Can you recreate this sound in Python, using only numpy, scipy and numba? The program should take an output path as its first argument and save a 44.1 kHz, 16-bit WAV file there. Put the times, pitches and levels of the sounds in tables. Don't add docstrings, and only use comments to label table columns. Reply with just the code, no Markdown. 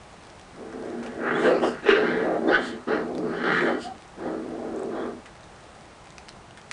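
import sys
import numpy as np
from scipy import signal
from scipy.fft import rfft, irfft
from scipy.io import wavfile
from scipy.ndimage import uniform_filter1d
from numba import njit

SR = 44100
rng = np.random.default_rng(int(sys.argv[2]) if len(sys.argv) > 2 else 0)


def master_out(mix):
    frames = np.transpose(np.atleast_2d(mix))
    ceiling = np.clip(frames, -1, 1)
    pcm = np.round(ceiling * 32767).astype(np.int16)
    wavfile.write(sys.argv[1], SR, pcm)


N = 296352
TIME_S = np.arange(N) / SR


def from_db(db):
    return 10 ** (np.asarray(db) / 20)


def unit_rms(x):
    return x / np.sqrt(np.mean(x ** 2) + 1e-20)


def steady(x, span_s=0.016):
    size = int(span_s * SR)
    power = uniform_filter1d(uniform_filter1d(x ** 2, size), size)
    return x / np.sqrt(power + 1e-12)


def curves(rows):
    times_s, *columns = np.transpose(rows)
    return [np.interp(TIME_S, times_s, column) for column in columns]


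def gate(rows, fade_s=0.005):
    return np.clip(np.minimum(TIME_S - rows[0][0], rows[-1][0] - TIME_S) / fade_s, 0, 1)


def swell(centre_s, sigma_s, db):
    return from_db(db) * np.exp(-.5 * np.minimum(((TIME_S - centre_s) / sigma_s) ** 2, 100))


def drift(per_s):
    return unit_rms(np.interp(TIME_S * per_s, np.arange(N // 20), rng.standard_normal(N // 20)))


def coloured_noise(spectrum):
    hz, level_db = np.transpose(spectrum)
    bins_hz = np.maximum(np.fft.rfftfreq(N, 1 / SR), 1)
    gain = from_db(np.interp(np.log(bins_hz), np.log(hz), level_db))
    return unit_rms(irfft(rfft(rng.standard_normal(N)) * gain, N))


def butter(x, hz, kind, order):
    return signal.sosfilt(signal.butter(order, hz, kind, fs=SR, output="sos"), x)


def resonance(x, hz, width_hz):
    r = np.exp(-np.pi * width_hz / SR)
    poles = [1, -2 * r * np.cos(2 * np.pi * hz / SR), r * r]
    return signal.lfilter(np.array([1, 0, -1]) * (1 - r * r) / 2, poles, x)


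@njit
def gliding_resonance(x, hz, width_hz):
    y, r = np.zeros(len(x)), np.exp(-np.pi * width_hz / SR)
    for i in range(2, len(x)):
        drive = (1 - r * r) / 2 * (x[i] - x[i - 2])
        y[i] = drive + 2 * r * np.cos(2 * np.pi * hz[i] / SR) * y[i - 1] - r * r * y[i - 2]
    return y


def formant(x, hz, width_hz):
    return gliding_resonance(gliding_resonance(x, hz, width_hz), hz, width_hz)


# frequency in Hz, relative density in dB.
HUSH_SPECTRUM = [(15, -44), (25, -8), (75, -3), (220, -6), (263, -11.5), (329, -5.5), (373, -8), (456, -8),
                 (491, -9), (810, -5.5), (918, -10), (1120, -10), (2150, -17.5), (2900, -21), (9890, -30.5),
                 (12900, -60), (21800, -120)]


def background(hush_db=-47, whistle_hz=8000, whistle_db=-76):
    hush = from_db(hush_db + .5 * drift(3.37)) * coloured_noise(HUSH_SPECTRUM)
    return hush + from_db(whistle_db) * np.sin(2 * np.pi * whistle_hz * TIME_S)


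def porch_echoes(x, t60_s=0.2, first_echo_s=0.0041):
    t = TIME_S[:SR // 2]
    tail = rng.standard_normal(len(t)) * from_db(-60 * t / t60_s) * (t > first_echo_s)
    tail /= np.sqrt(np.sum(tail ** 2))
    tail = butter(tail, 5500, "low", order=1)
    tail = butter(tail, 700, "high", order=1)
    return signal.fftconvolve(x, tail)[:N]


# centre in seconds, sigma in seconds, level in dB.
LOW_THUMPS = [(1.476, .02, -50), (1.917, 0.019, -42), (2.56, .016, -42)]


def low_thumps(top_hz=55):
    rumble = steady(butter(rng.standard_normal(N), top_hz, "low", order=3))
    return sum(swell(*row) for row in LOW_THUMPS) * rumble


def chewing(ticks_per_s=22, decay_s=0.00074, level_db=-66):
    chance = ticks_per_s * from_db(4 * drift(5)) / SR
    ticks = (rng.random(N) < chance) * rng.uniform(0.13, 1, N)
    envelope = signal.lfilter([1], [1, -np.exp(-1 / (decay_s * SR))], ticks + 1e-18)
    smacks = butter(envelope * rng.standard_normal(N), [900, 3800], "band", order=1)
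    return from_db(level_db) * unit_rms(smacks)


# start in seconds, peak in dB, ring pitch in Hz, crumbs in dB relative to the snap.
BITES = [(1.029, -34.5, 2300, 4), (1.061, -34, 2370, 6), (3.151, -30, 3400, -23),
         (3.181, -27.5, 4730, -23.5), (4.079, -41, 6500, -22), (4.761, -36, 6450, -26),
         (4.794, -36, 7660, -28), (4.833, -35.5, 7500, -30.5), (5.258, -34, 1900, -9.5),
         (5.433, -40, 3700, -17), (6.072, -34, 1010, -32), (6.105, -35, 3600, -26), (6.182, -26, 2530, -31),
         (6.285, -28, 3020, -15), (6.291, -25.5, 4060, -25), (6.509, -35, 2770, -18),
         (6.574, -31, 1600, -16.5), (6.615, -33.5, 3200, -30), (6.713, -15.5, 2080, -13)]


def kibble(snap_s=0.00042, crumble_s=0.017, crack_db=-16, bowl_hz=1600):
    out, t = np.zeros(N + SR), TIME_S[:SR // 10]
    for start_s, peak_db, ring_hz, crumbs_db in BITES:
        envelope = np.exp(-t / snap_s) + from_db(crumbs_db) * np.exp(-t / crumble_s)
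        snap = rng.standard_normal(len(t)) * envelope
        ring = resonance(snap, ring_hz, width_hz=0.13 * ring_hz)
        crack = from_db(crack_db) * butter(snap, [900, 5000], "band", order=1)
        bowl_share = min(1, (2900 / ring_hz) ** 2)
        click = ring + crack + bowl_share * resonance(snap, bowl_hz, width_hz=750)
        start = round(start_s * SR)
        out[start:start + len(t)] += from_db(peak_db) * click / np.abs(click).max()
    return out[:N]


# centre in seconds, sigma in seconds, pitch in Hz, level in dB.
CLEAR_NOTES = [(1.035, 0.12, 234, -40.5), (1.369, 0.01, 3360, -36), (1.515, 0.022, 508, -15),
               (1.645, 0.0095, 2790, -42), (1.893, 0.0088, 418, -12), (1.94, 0.016, 400, -15.5),
               (2.007, 0.016, 422, -21), (2.197, 0.024, 442, -23.5), (2.491, 0.0086, 3570, -39),
               (2.551, 0.011, 1510, -14), (2.748, 0.031, 233.3, -36.5), (3.258, .035, 437, -28),
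               (3.656, 0.016, 350, -23.5), (3.866, 0.015, 710, -32), (3.908, 0.026, 772, -34),
               (4.815, 0.04, 390, -30.5), (5.008, 0.031, 3330, -55)]


def clear_notes(waver=0.01478, flutter_db=4.0, octave_db=-23):
    out = np.zeros(N)
    phase_per_hz = 2 * np.pi * np.cumsum(1 + waver * drift(120)) / SR
    for centre_s, sigma_s, hz, db in CLEAR_NOTES:
        tone = np.sin(hz * phase_per_hz) + from_db(octave_db) * np.sin(2 * hz * phase_per_hz)
        out += swell(centre_s, sigma_s, db) * tone
    return out * from_db(flutter_db * drift(75))


# frequency in Hz, width in Hz, gain in dB.
PORCH_MODES = [(235.1, 28, 11), (286, 13, -10.5), (327, 30, 5), (395.3, 16.4, -1.5), (443.3, 7.1, 1.5),
               (515.6, 5.2, -8), (592, 107, -7), (641.7, 14.6, 0.5), (708, 11.5, 2.5), (739, 8.7, 0.5),
               (1044, 42, -7),             (1197, 110, -5), (1332, 10, -5), (1530, 12, 2.5), (1600, 29, -6),
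               (1720, 5.5, -2), (1885, 38, -5)]


def standing_waves(x, direct_gain):
    modes = sum(from_db(db) * resonance(x, hz, width_hz) for hz, width_hz, db in PORCH_MODES)
    return direct_gain * x + modes


# centre in seconds, sigma in seconds, level in dB.
LIP_SPITS = [(1.446, 0.059, -48.5), (1.67, 0.039, -47), (1.905, 0.017, -58), (2.661, 0.039, -48.5),
             (3.6, .08, -53.5), (3.835, 0.024, -47)]


def spit_envelope():
    return sum(swell(*row) for row in LIP_SPITS)


# frequency in Hz, relative density in dB.
HISS_SPECTRUM = [(3000, 6), (5500, -7), (6600, 8.5), (8200, 7), (10000, -1.5)]


def lip_hiss(puffs):
    return steady(puffs * coloured_noise(HISS_SPECTRUM))


def vocal_folds(effort_db, flap_hz=88, log_rise_per_db=1.23, jitter=.22, shimmer_db=0.5):
    rate_hz = flap_hz * np.exp(log_rise_per_db * effort_db + jitter * drift(110))
    cycles = np.cumsum(rate_hz) / SR
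    strength = from_db(shimmer_db * drift(70))
    closures = np.diff(np.floor(cycles), prepend=0) * strength
    puffs = np.exp(-(cycles % 1) / 0.5) * strength
    return unit_rms(closures), unit_rms(puffs)


# time in seconds, level in dB before trim.
CHEST_LEVELS = [(0.53, -52.5), (1.14, -58.5), (1.35, -37), (1.93, -53), (2.07, -38), (2.63, -45.5),
                (2.84, -66), (2.87, -46.5), (2.93, -40.5), (3.14, -49.5), (3.19, -38), (3.44, -44),
                (3.52, -32.5), (4.03, -68), (4.25, -42.5), (4.41, -53), (4.93, -53), (5.22, -58.5)]


def chest(flaps, rest_hz=183.5, sag_hz_per_db=1, sag_from_db=-42.5, trim_db=1):
    level_db, = curves(CHEST_LEVELS)
    hz = rest_hz - sag_hz_per_db * np.maximum(level_db - sag_from_db, 0)
    rumble = butter(formant(flaps, hz, width_hz=44), 130, "high", order=5)
    return from_db(level_db + trim_db) * steady(rumble)


# time in seconds, centre in Hz.
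MOUTH_FORMANT = [(1.2, 1470), (1.45, 1480), (1.63, 1130), (1.71, 1150), (1.77, 1570), (2.05, 1525),
                 (2.16, 1750), (2.29, 1400), (2.75, 1560), (2.82, 1100), (2.94, 1450), (3.25, 980),
                 (3.29, 1350), (3.6, 1620), (3.94, 1080), (4.24, 1340), (4.46, 1200), (5.15, 1090)]


def mouth(flaps, mouth_db):
    hz, = curves(MOUTH_FORMANT)
    vowel = standing_waves(formant(flaps, hz, width_hz=800), direct_gain=1.0)
    vowel = butter(vowel, 2200, "low", order=5)
    vowel = butter(vowel, 750, "high", order=3)
    return from_db(mouth_db) * steady(vowel)


# time in seconds, lower centre in Hz, upper centre in Hz, lower and upper emphasis in dB.
TEETH_FORMANTS = [
    [(1.2, 2570, 4400, -8.5, -13), (1.404, 3010, 3800, -5.5, -11), (1.566, 2360, 4500, 10, 9),
     (1.63, 2940, 5230, 7.5, -1.5), (1.72, 2760, 4900, -1, -7)],
    [(1.84, 2550, 3740, 11, 5), (2.062, 2900, 4140, -1, 2), (2.162, 3270, 3770, -5, 0.5),
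     (2.242, 2680, 4040, -2, -1.5), (2.3, 2600, 4060, -4.5, -5)],
    [(2.47, 3570, 4140, -4, 2), (2.518, 2880, 4440, 1.5, 2.5), (2.592, 3210, 4270, 6, -1),
     (2.734, 3040, 4380, 11, -0.5), (2.76, 2940, 4000, 2.5, 1.5)],
    [(3.3, 2480, 4400, -9, 0.5), (3.352, 3020, 4460, 4, 1), (3.618, 2980, 4020, -3.5, -2.5),
     (3.836, 3040, 4640, 4.5, -1), (3.88, 3070, 4300, -3, -2)],
    [(4.96, 3300, 4020, -6, 0), (4.996, 3260, 3930, 1, -1), (5.08, 3060, 4020, -7, -10)],
]


def teeth(flaps, mouth_db, spit, bared_from_db=-29.5, flicker_db=0.6, spill_db=-7.5):
    lower_hz, upper_hz, lower_db, upper_db = curves([row for snarl in TEETH_FORMANTS for row in snarl])
    bared_db = mouth_db - bared_from_db
    lower_db = lower_db - 45.5 + 1.25 * bared_db + flicker_db * drift(30)
    upper_db = upper_db - 52 + 0.98 * bared_db + flicker_db * drift(30)
    lower_gain = np.hypot(from_db(lower_db), from_db(-1) * spit)
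    upper_gain = np.hypot(from_db(upper_db), from_db(-2) * spit)
    lower = steady(formant(flaps, lower_hz, width_hz=600))
    upper = steady(butter(formant(flaps, upper_hz, width_hz=900), 4600, "low", order=6))
    spill = from_db(spill_db) * steady(butter(flaps, [4300, 5600], "band", order=2))
    return lower_gain * lower + upper_gain * (upper + spill)


def throat(flaps, level_db, effort_db, gape_db, note_power, usual_hz=381, pharynx_hz=775):
    wander_octaves = 0.12 * drift(22)
    throat_hz = usual_hz * 2 ** (.013 * effort_db + wander_octaves)
    pharynx = resonance(resonance(flaps, pharynx_hz, width_hz=330), pharynx_hz, width_hz=330)
    core = formant(flaps, throat_hz, width_hz=400) + from_db(-4 + 0.76 * gape_db) * pharynx
    core = standing_waves(core, direct_gain=0.32)
    strain = np.clip(0.04 * (level_db + 33), 0, .75)
    core -= strain * resonance(core, hz=232, width_hz=97)
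    core = butter(core, 205, "high", order=9)
    core = butter(core, 980, "low", order=4)
    power = from_db(level_db) ** 2
    ducked_power = np.maximum(power - note_power, 0.26 * power)
    return np.sqrt(ducked_power) * steady(core)


# time in seconds, throat level in dB, mouth level in dB, both before trim.
GROWL_LEVELS = [
    [(0.53, -58, -53), (0.606, -38.5, -64), (0.726, -41.5, -50), (0.748, -35.5, -52), (1.008, -33.5, -51.5),
     (1.036, -36.5, -47), (1.176, -36, -50), (1.206, -30.5, -39.5), (1.282, -28.5, -25.5),
     (1.428, -25.5, -33), (1.458, -19, -23), (1.524, -17, -34.5), (1.606, -29, -40)],
    [(1.606, -28, -44), (1.644, -18, -26), (1.656, -24.5, -34.5), (1.676, -23.5, -37.5), (1.8, -48.5, -45),
     (1.81, -51, -46.5)],
    [(1.82, -46.5, -48), (1.888, -15, -22), (1.908, -20, -17.5), (1.942, -17.5, -28.5), (1.96, -23, -25),
     (2.028, -21, -32), (2.078, -27, -28.5), (2.342, -24, -40.5), (2.412, -28.5, -47.5),
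     (2.468, -23.5, -48), (2.484, -18.5, -33), (2.554, -23, -21.5), (2.586, -27, -35), (2.654, -35, -37),
     (2.742, -33.5, -46.5), (2.85, -53.5, -56)],
    [(2.868, -40.5, -52), (2.88, -26, -34), (2.932, -24, -29), (3.024, -31, -41.5), (3.144, -32, -59.5),
     (3.276, -26.5, -41), (3.398, -33, -35.5), (3.46, -25.5, -26.5), (3.588, -30.5, -23),
     (3.644, -22, -32.5), (3.668, -23.5, -26.5), (3.754, -27.5, -39), (3.84, -44, -51.5),
     (3.864, -33, -50.5), (3.97, -51.5, -61.5)],
    [(4.165, -53, -66.5), (4.187, -39, -49), (4.267, -28.5, -41.5), (4.451, -35, -55), (4.833, -31, -47.5),
     (4.857, -31.5, -65), (4.933, -30.5, -42), (5.065, -30.5, -39.5), (5.203, -47.5, -75),
     (5.22, -62, -53.5)],
]


def growl(note_power, usual_db=-27, throat_trim_db=0.04, mouth_trim_db=-1.26):
    throat_db, mouth_db = curves([row for rows in GROWL_LEVELS for row in rows])
    effort_db = throat_db - usual_db
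    gape_db = np.minimum(mouth_db - throat_db, 0)
    closures, puffs = vocal_folds(effort_db)
    soft = closures + 0.6 * puffs * rng.standard_normal(N)
    harsh = closures + 0.99 * puffs * rng.standard_normal(N)
    core = throat(soft, throat_db + throat_trim_db, effort_db, gape_db, note_power)
    spit = spit_envelope()
    snarl_db = mouth_db + mouth_trim_db
    snarl = mouth(harsh, snarl_db) + teeth(harsh, snarl_db, spit)
    voiced = sum(gate(rows) for rows in GROWL_LEVELS)
    return (chest(soft) + core + snarl) * voiced + spit * lip_hiss(puffs)


def scene(echo_db=-1.5):
    notes = clear_notes()
    voice = growl(note_power=uniform_filter1d(notes ** 2, size=1024))
    eating = kibble() + chewing()
    echoes = from_db(echo_db) * porch_echoes(voice + 0.48 * eating)
    return (voice + notes + eating + echoes + low_thumps() + background())[None]


def record(dry):
    ceiling, cutoff_hz = .47, 9950
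    rounded = dry / (1 + (dry / ceiling) ** 8) ** (1 / 8)
    return signal.sosfilt(signal.ellip(12, .1, 80, cutoff_hz, fs=SR, output="sos"), rounded)


dry = scene()
out = record(dry)
master_out(out)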